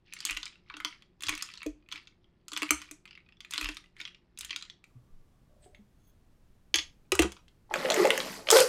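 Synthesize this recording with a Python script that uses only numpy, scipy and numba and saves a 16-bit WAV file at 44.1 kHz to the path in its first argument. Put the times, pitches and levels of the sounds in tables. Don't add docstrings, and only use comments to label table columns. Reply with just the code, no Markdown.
import sys
import numpy as np
from scipy import signal
from scipy.fft import rfft, irfft
from scipy.io import wavfile
from scipy.ndimage import uniform_filter1d
from numba import njit

SR = 44100
rng = np.random.default_rng(int(sys.argv[2]) if len(sys.argv) > 2 else 0)


def to_linear_factor(level_db):
    exponent = np.asarray(level_db, float) / 20
    return 10 ** exponent


def wrap_up_sound(samples):
    columns = np.atleast_2d(samples).T
    tamed = np.clip(columns, -1, 1)
    steps = np.round(tamed * 32767).astype(np.int16)
    wavfile.write(sys.argv[1], SR, steps)


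N = 382788
TIME = np.arange(N) / SR
MOVE_S = 4.87

# (full force at [s], hold [s], churn level [dB], bright part [dB], depth as dull part [dB])
SPOON_STROKES = [(0.073, 0.045, -58.5, -25, -33), (0.163, 0.35, -51, -30, -21),
                 (0.681, .16, -59.5, -25, -6.5), (0.857, 0.023, -46, -13, -15),
                 (1.24, 0.28, -43, -10, -16.5), (1.921, 0.029, -49, -9, -16), (2.559, 0.27, -46.5, -2, -12),
                 (3.09, 0.56, -76, -20.5, -20.5), (3.53, 0.16, -41.5, -1.5, -16.5),
                 (3.986, 0.023, -50.5, -8.5, -20), (4.398, 0.23, -52.5, -15, -24)]
ICE_RING_HZ = (2410, 2717, 3480, 4400)
# (time [s], level [dB], bright part [dB])
BIG_CUBES = [(0.1659, -30.5, -27), (0.6993, -28, -27), (0.74, -28.5, -32), (0.802, -28, -8),
             (0.926, -36.5, -26), (1.2224, -33.5, 8.5), (1.293, -16, 0), (1.325, -18.5, -45),
             (1.3772, -30.5, 1.5), (1.6635, -34.5, 4), (1.9582, -27.5, -15), (2.6201, -17.5, -7),
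             (2.6308, -20, -3), (2.707, -10.5, 6.5), (2.912, -38.5, 10.5), (3.1757, -38, -23),
             (3.2884, -44, -21), (3.4483, -33.5, -11.5), (3.9663, -43.5, -12), (4.002, -25.5, -13.5),
             (4.529, -22, -30), (4.8409, -42, -6)]
MIDDLE_CUBES = [(0.1252, -31.5, -20), (0.1363, -33, 7), (0.2703, -25, -4), (0.2969, -19, -15),
                (0.3086, -22, 1.5), (0.3673, -25.5, -18), (0.3712, -19.5, -8), (.464, -24, -34),
                (1.4115, -28, -18), (1.6176, -25, -42), (1.977, -32, -22), (2.5743, -21, 0.5),
                (2.8174, -29.5, -6), (3.055, -37.5, -10.5), (3.0768, -40, -20.5), (3.1093, -33.5, -27),
                (3.1294, -38, -34), (3.1522, -37, -25), (3.323, -44, -31.5), (3.612, -21, -2.5),
                (3.6444, -23.5, -2.5), (3.6571, -18, -29), (3.667, -35, -6.5), (3.6888, -19.5, -9.5),
                (4.0763, -33.5, -18), (4.1468, -37.5, -27), (4.3882, -39, 17), (4.495, -29, -27)]
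SMALL_CUBES = [(0.262, -25.5, -5), (.768, -32.5, -5), (.848, -14, -8), (1.0224, -42, -15),
               (1.2073, -36, -2), (1.2353, -24, 1), (1.285, -16.5, -8.5), (1.9159, -29.5, -17),
               (1.9242, -23.5, -9), (2.0724, -37, -25), (2.5327, -27, 1), (2.5645, -19, -17.5),
               (3.4054, -31.5, -10.5), (3.523, -29.5, -10.5), (3.5366, -22.5, 0), (3.5588, -24, -28),
               (3.7692, -28.5, -6.5), (4.0136, -26, -19.5), (4.0522, -23.5, -28), (4.3751, -35, -10),
               (4.409, -28.5, 4), (4.4478, -32.5, 7), (4.5071, -16.5, -25.5), (4.6246, -24, -25),
               (4.699, -30.5, -22)]
ICE_SHARDS = [(0.1887, -31, -35), (0.2047, -27, -8), (0.2515, -19.5, 6.5), (.4304, -21.5, -21),
              (0.4558, -24, -24), (1.2678, -20.5, -19), (1.424, -20, -0.5), (1.5385, -30.5, -18),
              (1.575, -31, -27), (2.4823, -35, 7), (2.5187, -27.5, -10.5), (3.509, -34, 7.5),
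              (3.5791, -15.5, -12), (4.5613, -18.5, -11)]
# (time [s], level [dB], ring [Hz], bright part [dB])
CHIP_TICKS = [(.0608, -54, 3460, -25), (.0815, -51.5, 3490, -25), (.2274, -32, 2970, -16),
              (.241, -38, 2200, -25), (.286, -27.5, 2875, -14), (.2916, -18, 2370, -12),
              (.3172, -21, 2780, -12.5), (.3284, -24, 2930, -14.5), (.3483, -27, 2500, -5),
              (.415, -42, 3660, -20), (.4239, -38, 2400, -7), (.4788, -30.5, 3930, -15.5),
              (.5257, -42, 2480, -25), (.5563, -41, 2740, -18), (.6614, -53, 2180, -24.5),
              (1.2605, -27, 3400, -14), (1.3, -24, 2200, -10.5), (1.3374, -20, 2200, -18),
              (1.352, -26, 4900, 3), (1.3964, -31, 2310, -22), (1.46, -40, 4500, 6),
              (1.489, -30, 2600, -10), (1.502, -32, 2410, -20), (1.5547, -35, 3770, -12),
              (1.6053, -34, 2620, -22), (1.6308, -26, 2250, -5), (1.8247, -51.5, 2470, -30),
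              (1.862, -51, 2470, -30), (1.8884, -35, 2600, -8), (2.1231, -51, 2200, -25),
              (2.2433, -48, 3250, -26), (2.6648, -30, 2173, -20.5), (2.6915, -19.5, 2400, -16),
              (2.8564, -43, 2430, -18), (2.8892, -37.5, 2380, -18), (3.0889, -41, 2660, -21),
              (3.2036, -46.5, 2540, -28.5), (3.2627, -46.5, 2500, -29), (3.3697, -46, 3450, -27),
              (3.5438, -25, 2950, -8), (3.6276, -18, 2520, -13), (3.7134, -42, 3100, -6),
              (3.7466, -38, 6600, -3), (3.8405, -40, 2010, -14), (3.8596, -42.5, 2800, -19),
              (4.4317, -29, 2820, -15.5), (4.6116, -29, 3960, -27), (4.6516, -33.5, 4000, -22.5),
              (6.963, -60, 2400, -30), (7.053, -56, 2410, -30)]

# (time [s], level [dB])
TUMBLER_ROCKS = [(0.299, -50), (.25, -56), (.37, -54), (.74, -50), (.77, -52), (.802, -57), (1.236, -52),
                 (1.324, -41.5), (2.565, -48.5), (3.536, -56.5), (3.645, -46), (4.003, -57.5), (4.5, -59),
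                 (0.846, -43.5), (1.288, -40), (1.66, -27), (1.937, -54), (2.523, -46), (2.621, -31.5),
                 (2.707, -27.5), (2.91, -46.5), (3.582, -45), (3.611, -41.5), (3.688, -39), (4.541, -56.5)]
# (time [s], level [dB], ring [Hz])
TUMBLER_JOLTS = [
    (6.743, -34, 329),
    (6.787, -45, 310),
    (7.121, -22, 380),
    (7.193, -12.5, 327.5),
    (7.222, -27.5, 372),
    (7.245, -23.5, 338),
]
# time [s], ring [Hz], t60 [s], level [dB]
CUBE_PLOP = (1.662, 420, .035, -23)
# (time [s], level [dB], frequency [Hz])
COUNTER_SHOVES = [(0.309, -39, 30), (1.268, -47.5, 96), (1.29, -40.5, 21), (1.668, -39.5, 43),
                  (2.719, -43, 65), (3.63, -32, 37.6), (4.418, -52.5, 56), (4.953, -47, 122),
                  (5.12, -35, 15.5), (5.791, -52.5, 207), (6.76, -45.5, 66), (7.13, -40, 78),
                  (7.198, -25.5, 67), (7.241, -39, 200), (8.59, -46.5, 146)]

STRAW_MODE_HZ = (1206, 1637, 2003, 3290, 3375, 3447, 4330, 6368, 6428, 6519, 10200, 14630)
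# (level [dB], t60 [s])
STRAW_MODES = [(-16, 0.12), (-0.5, .05), (-11, .08), (-3, .08), (2, .12), (1, 0.087), (-10.5, .08),
               (-3, 0.063), (-6, 0.17), (-5, 0.11), (-9, 0.068), (-20.5, .11)]
# (time [s], level [dB])
STRAW_HITS = [
    (5.75, -70),
    (6.743, -27.5),
    (6.757, -33.5),
    (6.788, -38.5),
]
# (time [s], level [dB])
STRAW_SLIDE = [
    (5.6, -98.5),
    (5.63, -75.5),
    (5.66, -74.5),
    (5.7, -99),
    (5.9, -100),
    (6.0, -81),
    (6.1, -70.5),
    (6.14, -110),
]
# (time [s], level [dB], ring [Hz], bright part [dB], dull part [dB])
STRAW_DROP = [(5.7474, -46, 2156, -15.5, -17), (6.7417, -8.5, 3300, -16.5, -33),
              (6.758, -19, 3340, 4, -16.5), (6.7863, -17.5, 3320, -22, -19.5),
              (7.1196, -13, 2896, 0, -14.5), (7.1523, -32.5, 4700, 13, 0), (7.192, -12.5, 2720, 3, -10),
              (7.2204, -21, 3120, 6.5, -6), (7.2308, -24.5, 2630, -22, -5), (7.32, -38, 3340, 3, -10),
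              (7.3664, -46, 3550, -17, -4), (7.4813, -49.5, 3120, -8, -47.5)]
# (frequency [Hz], level [dB], t60 [s])
WALL_MODES = [(1240, -2, 0.096), (2505, -2, 0.071), (3004, -4.5, 0.051), (3900, -6.5, 0.073),
              (5700, -9, .08)]
# (time [s], level [dB])
WALL_HITS = [
    (7.121, -30),
    (7.193, -32.5),
    (7.229, -36),
    (7.365, -60.5),
    (7.391, -63),
]

# (time [s], level [dB], ring [Hz], bright part [dB])
FOLD_SNAPS = [(7.7395, -12.5, 1620, -5.5), (7.7576, -19.5, 1400, -9), (7.857, -18, 1740.0, -22),
              (7.9019, -10, 4040, -9), (7.9075, -18, 1960, 2.5), (7.9198, -16, 3480, -5),
              (7.9418, -19.5, 2070, 6.5), (8.0527, -16.5, 2080, -1), (8.0724, -21, 1160, 1),
              (8.105, -6, 2100, -7), (8.1773, -18.5, 1800, 4), (8.2027, -14, 3250, -24),
              (8.4707, -18.5, 2460, -29), (8.4875, -10, 3160, -25), (8.5036, -3, 5300, 1),
              (8.5123, -8.5, 4800, 10.5), (8.5687, -7.5, 3406, -1.5), (8.5943, -10.5, 4400, -20),
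              (8.6032, -13, 4600, 11)]
# (time [s], force level [dB], trapped air [dB])
BAG_SQUEEZES = [
    [(7.7, -63, 15.5), (7.76, -39.5, -6), (7.92, -39.5, 3.5), (8.0, -31.5, -5), (8.08, -39, 5),
     (8.2, -41.5, -5), (8.36, -45.5, -17), (8.45, -60.5, 6)],
    [(8.495, -45.5, 9), (8.52, -26, 0.5), (8.57, -24.5, -10), (8.62, -29.5, -26), (8.645, -39.5, -6.5),
     (8.68, -43.5, -10)],
]
# (time [s], level [dB], ring [Hz])
PANEL_POPS = [(7.6929, -47.5, 870), (7.7105, -24.5, 866), (7.7395, -25.5, 667), (7.7568, -25.5, 560),
              (7.8483, -19, 510), (7.8882, -22.5, 640), (7.9071, -17, 655), (7.9541, -25, 580),
              (7.976, -20.5, 403), (7.9942, -18.5, 389), (8.0467, -11.5, 545), (8.0714, -29, 413),
              (8.1037, -28, 474), (8.1799, -30, 530), (8.2609, -34, 636), (8.4866, -25, 618),
              (8.375, -42, 432), (8.39, -38.5, 656), (8.052, -18.5, 830), (8.5261, -17, 786),
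              (8.5688, -19.5, 552), (8.5975, -16, 527), (8.6133, -29, 474)]
# (time [s], level [dB], ring [Hz], bright part [dB])
FURTHER_FOLD_SNAPS = [(7.7128, -36, 1570, -12), (7.8492, -17.5, 1830, -12), (7.8694, -29, 2210, -10),
                      (7.8865, -16, 1990, -12), (7.9409, -19, 2080, -11.5), (7.9637, -13, 2270, -10),
                      (8.0454, -17, 2170, -14), (8.0712, -21, 2030, -12), (8.1194, -24.5, 1920, -10.5),
                      (8.1544, -15.5, 1600, -12), (8.2117, -23.5, 1830, -9), (8.2644, -31, 1200, -10),
                      (8.5214, -14.5, 1460, -10), (8.6168, -11, 1550, -10)]
# (time [s], pitch [Hz], level [dB])
FILM_CREAKS = [
    [(7.955, 499.3, -38), (7.987, 407.9, -32.5), (8.001, 392.3, -22), (8.015, 346.4, -35),
     (8.031, 325, -31), (8.04, 319, -47)],
    [(8.515, 410, -40), (8.528, 429.6, -15.5), (8.542, 461, -27), (8.565, 499.3, -14.5),
     (8.59, 508.6, -30.5), (8.615, 495, -25.5), (8.628, 470, -49)],
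]
CREAK_HARMONICS_DB = (-0.5, -14, -11.5, -22.5)

# (centre [Hz], t60 [s], level [dB])
ROOM_BANDS = [(394, 0.25, -16), (1620, 0.22, -17.5), (5250, 0.22, -12), (10700, 0.099, -20.5)]
# (frequency [Hz], level [dB per Hz])
FIRST_AIR = [(15, -1), (190, -10), (294, -15.5), (361, -11), (442, -22.5), (1130, -29), (16000, -61)]
SECOND_AIR = [(15, -1.5), (86, -13), (130, -14), (325, -23.5), (575, -31), (2080, -41), (16000, -52.5)]
AIR_LEVELS_DB = (-67, -62)
# (frequency [Hz], rms level [dB])
FRIDGE_LINES = [(177.6, -77), (355.5, -84.5)]


@njit
def add(out, at, hz, t60, size, phase, rise):
    for k in range(len(at)):
        z = size[k] * np.exp(1j * phase[k])
        turn = np.exp(2j * np.pi * hz[k] / SR - np.log(1000.) / (t60[k] * SR))
        lack, shrink = 1., np.exp(-hz[k] / (rise[k] * SR))
        start = int(at[k] * SR)
        for i in range(start, min(len(out), start + int(t60[k] * SR))):
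            lack = lack * shrink + 1e-18
            out[i] += z.imag * (1 - lack) ** 2
            z *= turn


def rings(at, hz, t60, db, phase=0., rise=.3):
    out = np.zeros(N)
    hz = np.clip(hz, 5, .4 * SR)
    settings = np.broadcast_arrays(at, hz, t60, to_linear_factor(db), phase, rise)
    add(out, *(np.ravel(a).astype(float) for a in settings))
    return out


def knocks(table, dull_db, cycles, rattle_s, side_db, count=10):
    s, db, hz, bright_db = (c[:, None] for c in np.transpose(table)[:4])
    soft = 0.1 * to_linear_factor(-.45 * bright_db)
    own_ring = rings(s, hz, 2.3 * cycles / hz, db - 5.5, rise=2 * soft)
    crack = rings(s, hz, 3.3 / hz, db + 5.5, rise=soft)
    out = own_ring + crack
    dull = (950, 1550, np.reshape(dull_db, (-1, 1)), 0, 1.05)
    side = (np.maximum(.6 * hz, 1900), 1.9 * hz, side_db, 3.0, .9)
    bright = (6000, 15500, bright_db, 15, .7)
    for lo_hz, hi_hz, part_db, fall_db, last in (dull, side, bright):
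        u = rng.random((len(s), 4, count)).transpose(1, 0, 2)
        place = (np.arange(count) + u[0]) / count
        mode_hz = lo_hz * (hi_hz / lo_hz) ** place
        t60 = 1.134 * last * cycles * (0.54 + u[2]) / np.sqrt(mode_hz * 3000)
        at = s + last * rattle_s * u[1] ** 3
        mode_db = db + part_db - 4.0 - fall_db * place
        out += rings(at, mode_hz, t60, mode_db, 3.3 * u[3], rise=0.2 + soft)
    return out


def grains(level_db, span, rate, lo_hz, hi_hz, cycles, spread_db):
    u = rng.random((int(rate * (span[1] - span[0])), 4)).T
    at = span[0] + u[0] * (span[1] - span[0])
    hz = lo_hz * (hi_hz / lo_hz) ** u[1]
    db = level_db(at) - spread_db * np.log(np.maximum(u[2], 1 / 40))
    return rings(at, hz, cycles / hz, db, 2 * np.pi * u[3], rise=1.05)


def curve(rows, column, t):
    s, value = np.transpose(rows)[[0, column]]
    return np.interp(t, s, value, left=-200, right=-200)


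def coloured(points):
    hz, db = np.transpose(points)
    f = np.maximum(np.fft.rfftfreq(N, 1 / SR), 1)
    gain = (f > 12) * to_linear_factor(np.interp(np.log(f), np.log(hz), db))
    x = irfft(rfft(rng.standard_normal(N)) * gain, N)
    return x / x.std()


def cut(x, hz, kind, order=4):
    return signal.sosfilt(signal.butter(order, hz, kind, fs=SR, output="sos"), x)


def stroke(t):
    push, sag, settle, idle_db = 700, 21, 156, -80.5
    s, hold, db, bright_db, dull_db = np.transpose(SPOON_STROKES)[:, :, None]
    late = t - s
    db = db + push * np.minimum(late, 0)
    db = db - sag * np.clip(late, 0, hold)
    db = db - settle * np.maximum(late - hold, 0)
    k = db.argmax(axis=0)
    return np.maximum(db.max(axis=0), idle_db), bright_db[k, 0], dull_db[k, 0]


def ice():
    def middle_db(t):
        return stroke(t)[0] + 1.5

    def bright_db(t):
        churn_db, part_db, _ = stroke(t)
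        return churn_db + part_db - 3

    def dull_db(t):
        churn_db, _, depth_db = stroke(t)
        return churn_db + 0.78 * depth_db + 3

    span = (0, MOVE_S)
    churn = grains(middle_db, span, 1300, 1700, 5500, cycles=15, spread_db=4.0)
    churn += grains(bright_db, span, 2000, 5800, 11000, cycles=4.4, spread_db=7.5)
    churn += grains(dull_db, span, 500, 1000, 1500, cycles=8.9, spread_db=6.0)
    sizes = (BIG_CUBES, MIDDLE_CUBES, SMALL_CUBES, ICE_SHARDS)
    rows = np.array([(s, db, hz, b) for size, hz in zip(sizes, ICE_RING_HZ) for s, db, b in size])
    rows[:, 2] *= 1 + .07 * rng.standard_normal(len(rows))
    full_db = stroke(rows[:, 0])[2] + .15 * (rows[:, 1] + 25)
    cubes = knocks(rows, full_db, cycles=18.1, rattle_s=.007, side_db=-6.5, count=14)
    return cut(cubes + churn, 1100, "high")


def chips():
    ticks = knocks(CHIP_TICKS, -15.5, cycles=29, rattle_s=0.0024, side_db=-8, count=8)
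    return cut(to_linear_factor(-5.5) * ticks, 1150, "high")


def tumbler():
    rocks = [(*row, 301, 7.5) for row in TUMBLER_ROCKS]
    jolts = [(*row, 14) for row in TUMBLER_JOLTS]
    s, db, hz, beat_hz = np.transpose(rocks + jolts)
    pair_hz = hz + beat_hz * np.array([[-.5], [.5]])
    ring = rings(s, pair_hz, 1.7 / beat_hz, db - 0.5, rise=0.54)
    knock = rings(s, 1.25 * hz, 0.04, db + 0.5) + rings(s, 2.15 * hz, 0.11, db - 15)
    plop = rings(*CUBE_PLOP)
    return cut(cut(ring + knock + plop, 910, "low"), 330, "high")


def counter():
    s, db, hz = np.transpose(COUNTER_SHOVES)
    shove = rings(s - 0.39 / hz, hz, 0.17 + 2.7 / hz, db + 7.5, rise=0.91)
    shove += rings(s, 2 * hz, 0.09, db - 3.5, rise=0.7)
    return cut(shove, 260, "low", order=2)


def straw():
    hz, (mode_db, t60) = np.array(STRAW_MODE_HZ), np.transpose(STRAW_MODES)
    s, db = np.transpose(STRAW_HITS)[:, :, None]
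    blows = rings(s, hz, t60, db + mode_db)

    def rub_db(t):
        return curve(STRAW_SLIDE, 1, t)

    at = rng.uniform(5.6, 6.14, (60, 1))
    tilt_db = 6.5 * np.log2(hz / 6400)
    rub = rings(at, hz, t60, (rub_db(at[:, 0]) - 6.0)[:, None] + 0.37 * mode_db + tilt_db)
    span = (5.55, 5.75)
    cloth = grains(lambda t: rub_db(t) + 0.5, span, 8600, 8700, 7700, cycles=43, spread_db=5.0)
    cloth += grains(lambda t: rub_db(t) + 8.5, span, 2000, 1630, 5000, cycles=8.2, spread_db=6.5)
    dull_db = 1.23 * np.transpose(STRAW_DROP)[4]
    cubes = knocks(STRAW_DROP, dull_db, cycles=19.6, rattle_s=0.0088, side_db=-2.5, count=18)
    thud = rings(5.66, np.array([400, 725]), 0.082, np.array([-50, -54]))
    scuff = grains(lambda t: -72 + 0 * t, (5.48, 5.76), 270, 556, 675, cycles=26.5, spread_db=3.5)
    return cut(blows + rub + cloth + cubes, 550, "high") + thud + scuff


def wall():
    hz, mode_db, t60 = np.transpose(WALL_MODES)
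    s, db = np.transpose(WALL_HITS)[:, :, None]
    return rings(s, hz, t60, db + mode_db)


def bag():
    squeezes = BAG_SQUEEZES[0] + BAG_SQUEEZES[1]

    def force_db(t):
        return curve(squeezes, 1, t)

    def air_db(t):
        return curve(squeezes, 2, t)

    def crisp_db(t):
        return force_db(t) - 14 + 14 * (t - 7.7) + 4.5

    span = (7.6, 8.7)
    rustle = grains(lambda t: force_db(t) + 0.58, span, 3000, 669, 5840, cycles=15.5, spread_db=4.5)
    rustle += grains(lambda t: force_db(t) + 0.43 * air_db(t), (7.6, 8.15), 500, 1850, 2170,
                     cycles=22, spread_db=3.5)
    bright = grains(crisp_db, span, 4000, 4180, 14000, cycles=32.6, spread_db=1.5)
    body = grains(lambda t: force_db(t) + air_db(t) + 3.5, span, 1000, 354.5, 958, cycles=16.7, spread_db=1.0)
    sag = grains(lambda t: force_db(t) + 1.5, (7.6, 8.46), 400, 180, 293, cycles=5.3, spread_db=5.5)
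    s, db, hz = np.transpose(PANEL_POPS)
    boom = rings(s, hz, 22 / hz, db + 2, rise=0.24)
    boom += rings(s + 0.00414, 1.526 * hz, 16 / hz, db - 10.5)
    snaps = knocks(FOLD_SNAPS, -11.5, cycles=12.2, rattle_s=0.0044, side_db=-3.0, count=12)
    film = cut(snaps + rustle + bright, 1300, "high", order=2)
    enclosed_air = cut(cut(boom + body, 1160, "low", order=2), 230, "high")
    return film + enclosed_air + cut(sag, 162, "high")


def further_snaps():
    ticks = knocks(FURTHER_FOLD_SNAPS, -19, cycles=11, rattle_s=0.0042, side_db=-4, count=10)
    return cut(to_linear_factor(-9.5) * ticks, 900, "high", order=2)


def creak():
    out = 0
    for rows in FILM_CREAKS:
        steps = np.repeat(rng.standard_normal((2, N // 150 + 1)), 150, axis=1)[:, :N]
        pitch_flutter, level_flutter = uniform_filter1d(steps, size=150)
        s, hz = np.transpose(rows)[:2]
        pitch_hz = np.interp(TIME, s, hz) * (1 + 0.0302 * pitch_flutter)
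        phase = 2 * np.pi * np.cumsum(pitch_hz) / SR
        size = uniform_filter1d(to_linear_factor(curve(rows, 2, TIME) + 3 + 2.8 * level_flutter), size=200)
        out = out + size * sum(to_linear_factor(db) * np.sin((k + 1) * phase) for k, db in enumerate(CREAK_HARMONICS_DB))
    return out


def room(x):
    t = np.arange(SR // 2) / SR
    tail = 0
    for hz, t60, db in ROOM_BANDS:
        band = cut(rng.standard_normal(len(t)), [hz * .55, hz * 1.8], "band", order=2)
        band = band * to_linear_factor(-60 * t / t60) * np.clip(t / .004, 0, 1)
        tail = tail + to_linear_factor(db) * band / np.sqrt(np.sum(band ** 2))
    return x + signal.fftconvolve(x, tail)[:N]


def kitchen():
    first = np.clip((MOVE_S - TIME) / 0.0194, 0, 1)
    steps = np.repeat(rng.standard_normal(N // 4000 + 1), 4000)[:N]
    waver_db = 1.8 * uniform_filter1d(steps, size=4000)
    hum = 0
    for hz, db in FRIDGE_LINES:
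        hum = hum + np.sqrt(2) * to_linear_factor(db + waver_db) * np.sin(2 * np.pi * hz * TIME)
    whirr = grains(lambda t: -83 + 0 * t, (4.9, 5.55), 300, 1140, 1170, cycles=52, spread_db=3.5)
    first_tone = to_linear_factor(AIR_LEVELS_DB[0]) * coloured(FIRST_AIR) + hum
    second_tone = to_linear_factor(AIR_LEVELS_DB[1]) * coloured(SECOND_AIR)
    return whirr + first * first_tone + (1 - first) * second_tone


def scene():
    ring = tumbler()
    near = ice() + chips() + straw() + wall() + bag() + further_snaps() + creak()
    mix = room(near + to_linear_factor(-15) * ring) + 0.89 * ring + counter() + kitchen()
    return mix[None]


def roll_off(x):
    return signal.sosfilt(signal.butter(12, 16850, fs=SR, output="sos"), x)


def record(dry):
    soft = np.tanh(1.2 * dry) / 1.2
    return roll_off(cut(soft, 15700, "low", order=8))


dry = scene()
out = record(dry)
wrap_up_sound(out)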